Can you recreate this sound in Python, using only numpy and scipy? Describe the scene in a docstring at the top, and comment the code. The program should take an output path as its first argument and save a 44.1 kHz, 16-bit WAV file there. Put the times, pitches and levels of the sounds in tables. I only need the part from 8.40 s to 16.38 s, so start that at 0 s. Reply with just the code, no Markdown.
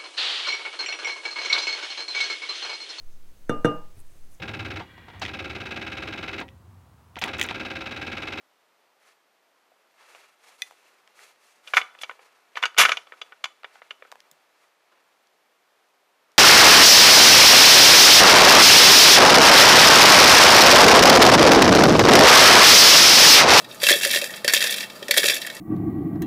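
"""A steady hiss fills a small quiet room, and hands and sleeves rub softly over wood and cloth.
A double-barrel shotgun is being turned over close by, above a cloth-covered table. Fingers tick on it,
a sprung catch snaps, and the action clunks open and, a second later, clacks shut with a grind of steel.
Each impact of the action or of loose parts excites a crack and the gun's hand-damped modes, and the
barrels ring on faintly. The table and walls add quick reflections and a weak reverberant tail."""
import sys
import numpy as np
from scipy import signal
from scipy.fft import rfft, irfft
from scipy.io import wavfile
from scipy.ndimage import uniform_filter1d, minimum_filter1d

SR = 44100
rng = np.random.default_rng(int(sys.argv[2]) if len(sys.argv) > 2 else 0)


def generate_wav(signal):
    """Clip the signal to [-1, 1] and save it as 16-bit WAV at the path in sys.argv[1]."""
    frames = np.transpose(np.atleast_2d(signal))
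    scaled = np.clip(frames, -1, 1) * 32767
    pcm = np.round(scaled).astype(np.int16)
    wavfile.write(sys.argv[1], SR, pcm)


N = 351918

# spectral density of the background hiss: f/Hz, level/dB
BACKGROUND_SPECTRUM = [(30, -37), (90, -33), (150, -19.5), (230, -13), (430, -5.5), (620, -3), (1230, -5.5),
                       (2200, -9.5), (3500, -13.5), (4800, -16.5), (7000, -21), (8200, -22.5),
                       (12000, -24.5), (15500, -29)]
# reverberation time of the room: f/Hz, t60/s
REVERB_TIMES = [(100, .45), (700, .42), (2500, .33), (6000, 0.52), (13000, .24)]
# spectral density of skin and cloth rubbing: f/Hz, level/dB
RUB_SPECTRUM = [(150, -32), (400, -4), (800, -1.5), (1600, -2), (2250, -2.5), (2530, 2.5), (2850, -4),
                (4000, -5), (6000, -13.5), (10000, -49)]
# spectral density of the fibres' hiss: f/Hz, level/dB
FIBRE_SPECTRUM = [(1500, -31.5), (3500, -5.5), (5000, -3.5), (6700, 0), (8000, -2.5), (10000, -3.5),
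                  (12500, -8.5), (15000, -16)]
# strokes of hands and sleeves: middle t/s, half length/s, rub level/dB, fibre level/dB
HAND_STROKES = [(0.68, 0.068, -63, -68.5), (1.62, 0.049, -58.5, -70), (1.76, 0.16, -59, -65),
                (2.076, 0.064, -57.5, -62), (2.24, 0.1, -63, -62), (2.45, 0.12, -65.5, -71),
                (2.84, 0.07, -56, -57), (3.084, 0.1, -69.5, -66), (3.297, 0.046, -54.5, -56.5),
                (3.622, 0.008, -62, -41), (3.66, 0.09, -64.5, -66), (3.84, 0.035, -63, -67),
                (5.362, 0.049, -57.5, -68), (6.227, 0.09, -68.5, -75.5), (6.53, .09, -65.5, -84),
                (7.874, 0.065, -66.5, -89.5)]
# dry taps under the fingers: t/s, level over 10 ms/dB, centre f/Hz, gain an octave either side/dB
FINGER_TICKS = [(1.317, -61, 705, -30), (2.310, -50, 880, -6.5), (2.3214, -57.5, 774, -13.5),
                (2.676, -56.5, 2500, -10), (2.791, -51.5, 1800, -27), (4.346, -47, 1398, -10.5),
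                (5.233, -46, 1210, -12.5), (5.356, -50, 1157, -19), (5.7171, -44.5, 2170, -5),
                (5.724, -42, 977, -7), (5.756, -50.5, 1125, -6.5), (5.804, -52, 2960, -8),
                (5.914, -50, 3780, -1), (5.917, -68.5, 171, -16), (6.871, -67.5, 4900, -18.5),
                (7.918, -66, 6000, -14.5)]
# modes of the catch: f/Hz, level/dB, t60/s
CATCH_RESONANCES = [(2007, 2.5, 0.059), (2490, 4, .025), (3504, 6, 0.023), (4020, -0.5, 0.009),
                    (4880, -9, 0.017), (5840, -1, 0.015), (9200, -5, 0.0081), (13100, -15, .006)]
# lightly damped modes of the barrels: f/Hz, level/dB, t60/s
BARREL_RESONANCES = [(1200, 4.5, .25), (1540, -3.5, .3), (1750, -6, .3), (2280, -2.5, 0.2), (2970, 0, .25),
                     (3000, 1, .22), (3440, 2, 0.2), (4730, -15, .2), (5690, -5, .25), (7287, -2, .2),
                     (10920, -1, .22)]
# modes of the whole gun, damped by the hands: f/Hz, level/dB, t60/s
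GUN_RESONANCES = [(1329, -2, 0.038), (1479, -0.5, 0.041), (1830, -2.5, 0.013), (2144, 0.5, 0.012),
                  (2281, -4, 0.049), (2380, -0.5, 0.027), (2815, 0, 0.017), (3017, -4, .035),
                  (3417, 0, 0.023), (4700, -6, .06), (6030, -7.5, 0.08), (6487, -6, .05), (7100, -7, 0.057),
                  (11250, -7.5, .03)]
# spectral density common to knocks and slides: f/Hz, level/dB
CONTACT_SPECTRUM = [(80, -45), (200, -33.5), (450, -11), (900, -6.5), (1400, -3.5), (2400, -3.5),
                    (3400, -9), (4500, -14.5), (6500, -13.5), (8300, -22), (11500, -18.5), (15500, -34.5)]
# steel sliding on steel in the action: start t/s, length/s, level/dB, treble gain/dB
STEEL_SLIDES = [(3.34, .008, -39.5, -0.5), (3.364, 0.014, -30.5, -3.5), (4.166, .01, -39.5, -10),
                (4.226, 0.011, -32.5, -11), (4.385, .03, -15.5, 5.5), (4.487, 0.0033, -27.5, -11.5),
                (4.521, 0.0028, -43.5, -6)]
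# knocks of steel and wood: t/s, level over 10 ms/dB, brightness/dB, rebound delay/s
IMPACTS = [(1.7488, -49.5, -12, .007), (3.2756, -40, 8.5, .007), (3.3372, -20.5, -13, .003),
           (3.3469, -31, 4.5, .003), (3.37, -5.5, -5.5, .01), (3.4154, -30, -7.5, .004),
           (3.5507, -48.5, -19, .003), (3.589, -49, 7, .003), (3.6148, -39.5, 8, .004),
           (3.635, -30.5, 2, .0072), (3.6957, -33, -16, .0163), (3.7928, -52.5, -21, .003),
           (4.1566, -37.5, -1.5, .0098), (4.172, -26, -7, .005), (4.2278, -24.5, -4, .004),
           (4.237, -18, -11.5, .004), (4.256, -22.5, 6, .0055), (4.367, -38, -6.5, .003),
           (4.378, -23.5, 3, .004), (4.3875, -10, 7.5, .004), (4.3995, -6, 3, .005),
           (4.415, -12.5, 1.5, .004), (4.4353, -18, -8, .003), (4.452, -9, -1, .0075),
           (4.4931, -20, -2.5, .004), (4.5195, -17, -1.5, .0085), (4.5714, -27.5, 4, .003),
           (4.6709, -51, -11, .003), (4.7225, -40, -19.5, .0139), (4.8165, -33, 1, .003),
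           (4.9228, -44, -21, .006), (5.0422, -24, 7.5, .0143), (5.245, -36.5, -12.5, .003),
           (5.419, -45, -22, .003), (5.5084, -34, -2, .003), (5.6239, -43, -24.5, .027)]


def undb(db):
    """Amplitude ratio of a level in decibels."""
    return 10 ** (np.asarray(db) / 20)


def unit(x):
    """Normalisation to an energy of 1."""
    return x / np.sqrt(np.sum(x ** 2))


def on_log(hz, points):
    """Interpolation of (f/Hz, value) points on a logarithmic frequency axis."""
    f, value = np.transpose(points)
    return np.interp(np.log(np.maximum(hz, 1)), np.log(f), value)


def colour(x, points, size=2048):
    """Minimum-phase filtering by a curve of (f/Hz, gain/dB) points."""
    hz = np.arange(size // 2 + 1) * SR / size
    cepstrum = irfft(np.log(undb(on_log(hz, points))))
    cepstrum[1:size // 2] *= 2
    cepstrum[size // 2 + 1:] = 0
    return signal.fftconvolve(x, irfft(np.exp(rfft(cepstrum))))[:len(x)]


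def fade(t, t60):
    """Exponential decay, 60 dB down at t60."""
    return np.exp(-np.log(1000) * t / t60)


def swell(middle, half, t):
    """Gaussian envelope, down to 1/e at a half length from its middle."""
    return np.exp(-np.minimum(((t - middle) / half) ** 2, 50))


def push(start, length, t60, attack_s=.0025):
    """Envelope of a slide: exponential rise, plateau and exponential decay."""
    t = np.arange(N) / SR - start
    return np.exp(np.minimum(t, 0) / attack_s) * fade(np.maximum(t - length, 0), t60)


def ring(modes, t):
    """Superposition of damped modes; each level sets that mode's share of the energy."""
    return unit(sum(undb(db) * unit(np.sin(2 * np.pi * hz * t) * fade(t, t60)) for hz, db, t60 in modes))


def add(track, s, sound, db):
    """Superposition of a sound at time s, with the energy of 10 ms at the given level."""
    start = int(s * SR)
    part = (unit(sound) * undb(db) * np.sqrt(SR / 100))[:N - start]
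    track[start:start + len(part)] += part


def walk(rate):
    """Slow random fluctuation: straight lines between Gaussian values, rate of them a second."""
    step = max(int(SR / rate), 1)
    return 0.8 * uniform_filter1d(np.repeat(rng.standard_normal(N // step + 1), step), step)[:N]


def noise(points, grit_db=0):
    """Filtered noise of rms 1; grit modulates it at random into unequal grains."""
    grains = rng.standard_normal(N) * undb(grit_db * np.minimum(rng.exponential(size=N), 3))
    return unit(colour(grains, points)) * np.sqrt(N)


def background(hiss_db=-66.5, sway_db=-1.14, whine_hz=11880, whine_width_hz=160, whine_db=-88):
    """Noise floor: broadband hiss of room and microphone, with a narrow-band electronic whine."""
    resonance = signal.iirpeak(whine_hz, whine_hz / whine_width_hz, fs=SR)
    whine = signal.lfilter(*resonance, rng.standard_normal(N))
    hiss = noise(BACKGROUND_SPECTRUM) * undb(hiss_db + sway_db * walk(3.2))
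    return hiss + undb(whine_db) * unit(whine) * np.sqrt(N)


def room(x, early_db=-15, early_t60=.1, tail_db=-22, first_s=0.0035):
    """Reverberation: early reflections from table and walls, then a tail decaying band by band."""
    t = np.arange(SR // 2) / SR
    edges = np.concatenate([[0], np.geomspace(200, SR / 2, num=8)])
    spectrum = rfft(rng.standard_normal(len(t)))
    hz = np.arange(len(spectrum)) * SR / len(t)
    tail = np.zeros(len(t))
    for lo, hi in zip(edges, edges[1:]):
        band = irfft(spectrum * (hz >= lo) * (hz < hi), len(t))
        tail += band * fade(t, on_log((lo + hi) / 2, REVERB_TIMES))
    early = rng.standard_normal(len(t)) ** 3 * fade(t, early_t60)  # cubing makes single echoes stand out
    arrived = t > first_s
    response = undb(early_db) * unit(early * arrived) + undb(tail_db) * unit(tail * arrived)
    response = colour(response, [(200, 6.5), (1000, 1.5), (3000, -6.5), (10000, 1.5)])
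    return signal.fftconvolve(x, response)[:N]


def rubbing(grit_db=4.0, flutter_db=2.76, body_db=-8, dull_hz=2000, scrape_db=3.5, slip_lag_s=.035):
    """Friction noise: skin and cloth rub, fibres hiss, and both weakly excite the gun's modes."""
    # the hands slip after each knock, and the grip shifts all the while; columns as in HAND_STROKES
    slips = [(s + slip_lag_s, .04, -63, -73.5) for s, *_ in IMPACTS]
    grip = (4.3, 2.5, -67, -77.5)
    t = np.linspace(0, N / SR, num=4000)
    power = sum(np.outer(undb([db, fibre_db]), swell(s, half, t)) ** 2
                for s, half, db, fibre_db in HAND_STROKES + slips + [grip])
    press, speed = (np.interp(np.arange(N) / SR, t, np.sqrt(row)) for row in power)
    rub, fibres = noise(RUB_SPECTRUM, grit_db), noise(FIBRE_SPECTRUM, grit_db)
    dull = signal.sosfiltfilt(signal.butter(2, dull_hz, fs=SR, output="sos"), rub)
    scrape = undb(scrape_db) * np.sqrt(press * speed) * (rub - dull)  # weak in slow strokes
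    strokes = press * dull + scrape + speed * fibres
    body = signal.fftconvolve(strokes, ring(GUN_RESONANCES, np.arange(SR // 10) / SR))[:N]
    body = undb(body_db) * unit(body) * np.linalg.norm(strokes)
    return (strokes + body) * undb(flutter_db * walk(60))


def ticks(t60=0.0077):
    """Light impacts, too weak to ring the gun: noise bursts with one broad spectral hump."""
    out, t = np.zeros(N), np.arange(2048) / SR
    for s, db, hz, skirt_db in FINGER_TICKS:
        hump = [(hz / 16, 5 * skirt_db - 20), (hz / 2, skirt_db), (hz, 0),
                (hz * 2, skirt_db), (hz * 8, 4 * skirt_db)]
        add(out, s, colour(rng.standard_normal(len(t)) * fade(t, t60), hump), db)
    return colour(out, [(7000, -0.5), (15000, -5)])


def catch(s=2.2203, db=-26.5, crack_db=-14, crack_t60=0.014, lowest_hz=1720):
    """Radiation from a small body: a spring throws a steel part against its stop, giving no bass."""
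    out, t = np.zeros(N), np.arange(4000) / SR
    burst = rng.standard_normal(len(t)) * fade(t, crack_t60)
    crack = unit(colour(burst, [(9000, 8), (15000, -20)]))
    snap = ring(CATCH_RESONANCES, t) + undb(crack_db) * crack
    radiation = signal.butter(8, lowest_hz, "high", fs=SR, output="sos")
    add(out, s, signal.sosfilt(radiation, snap), db)
    return out


def thump(s=4.392, db=-36, t60=0.2):
    """Momentum transfer: the barrels come home and jolt the whole gun into a weak low thump."""
    out, t = np.zeros(N), np.arange(SR // 2) / SR
    spectrum = [(20, -14.5), (45, -8), (95, -15.5), (160, -6),
                (205, -10), (280, 2.5), (500, -6.5), (2000, -69.5)]
    add(out, s, colour(rng.standard_normal(len(t)) * fade(t, t60), spectrum), db)
    return out


def barrels(action, ring_db=-33.5):
    """Resonance: the steel tubes, driven by knocks and slides, ring on faintly."""
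    response = ring(BARREL_RESONANCES, np.arange(SR // 2) / SR)
    return undb(ring_db) * signal.fftconvolve(action, response)[:N]


def sliding(grit_db=3, split_hz=4000, body_t60=0.16, treble_t60=.1):
    """Stick-slip friction: hinge and locking faces grind in tiny slips; the treble dies first."""
    grind = noise(CONTACT_SPECTRUM, grit_db)
    body = signal.sosfilt(signal.butter(2, split_hz, fs=SR, output="sos"), grind)
    # inverted, so that the two bands add in phase
    treble = -signal.sosfilt(signal.butter(2, split_hz, "high", fs=SR, output="sos"), grind)
    out = np.zeros(N)
    for s, length, db, treble_db in STEEL_SLIDES:
        out += undb(db) * push(s, length, body_t60) * body
        out += undb(db + treble_db) * push(s, length, treble_t60) * treble
    return out


def knock(force_db, bright_db, lead_s, rise_s=0.0009, chatter_s=.002, crack_t60=0.018, modes_db=-3):
    """Impact excitation: a contact builds, strikes and chatters, driving a crack and the gun's modes."""
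    t = np.arange(5000) / SR
    after = np.maximum(t - lead_s, 0)
    build = np.exp(np.minimum(t - lead_s, 0) / rise_s)
    chatter, scatter = rng.standard_normal((2, len(t)))
    # the grip detunes the modes a little, and the spot that is struck weights them
    modes = [(hz * (1 + 0.009 * rng.normal()), db + 2 * rng.normal(), t60)
             for hz, db, t60 in GUN_RESONANCES]
    force = unit(chatter * build * np.exp(-after / chatter_s))
    force[int(lead_s * SR)] += undb(-3)  # the blow itself is one impulse
    ringing = unit(signal.fftconvolve(force, ring(modes, t))[:len(t)])
    crack = unit(scatter * build * fade(after, crack_t60 + 2 * chatter_s))
    blow = colour(crack + undb(modes_db) * ringing, CONTACT_SPECTRUM)
    thud_db = 2.5 - .42 * force_db  # light knocks thud like wood
    edge_db = 7.5 + .7 * bright_db - .22 * force_db  # the edge of steel, masked in heavy blows
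    top_db = bright_db - 19 + 0.35 * force_db  # only heavy blows reach the very top
    return colour(blow, [(150, -7.5), (550, thud_db), (1200, 0), (2100, -1),
                         (2900, edge_db), (3600, edge_db), (5600, bright_db), (14000, top_db)])


def knocks(middling_db=-29, lead_s=.003):
    """Inelastic collision: parts strike, spring back and land once more, weaker and duller."""
    out = np.zeros(N)
    for s, db, bright_db, rebound_s in IMPACTS:
        force_db = db - middling_db
        rebound_db = db - 9 - 0.1 * force_db  # harder blows lose more
        add(out, s - lead_s, knock(force_db, bright_db, lead_s), db)
        add(out, s + rebound_s - lead_s, knock(force_db, bright_db - 5, lead_s), rebound_db)
    return out


def scene():
    """Superposition of the gun's direct sound, its reflections, the rubbing and the noise floor."""
    action = knocks() + sliding()
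    gun = action + barrels(action) + thump() + catch() + ticks()
    return (gun + room(gun) + rubbing() + background())[None]


def record(dry, ceiling=0.85, hold_s=0.0018, bass_cut_hz=24, top_hz=15250):
    """Peak and band limiting: the gain dips at the loudest peaks, then bass and top are cut."""
    hold = int(hold_s * SR)
    needed_gain = ceiling / np.maximum(np.abs(dry), ceiling)
    gain = uniform_filter1d(minimum_filter1d(needed_gain, hold), hold)
    thin = signal.sosfilt(signal.butter(1, bass_cut_hz, "high", fs=SR, output="sos"), dry * gain)
    return signal.sosfilt(signal.ellip(8, .2, 70, top_hz, fs=SR, output="sos"), thin)


dry = scene()
out = record(dry)
generate_wav(out)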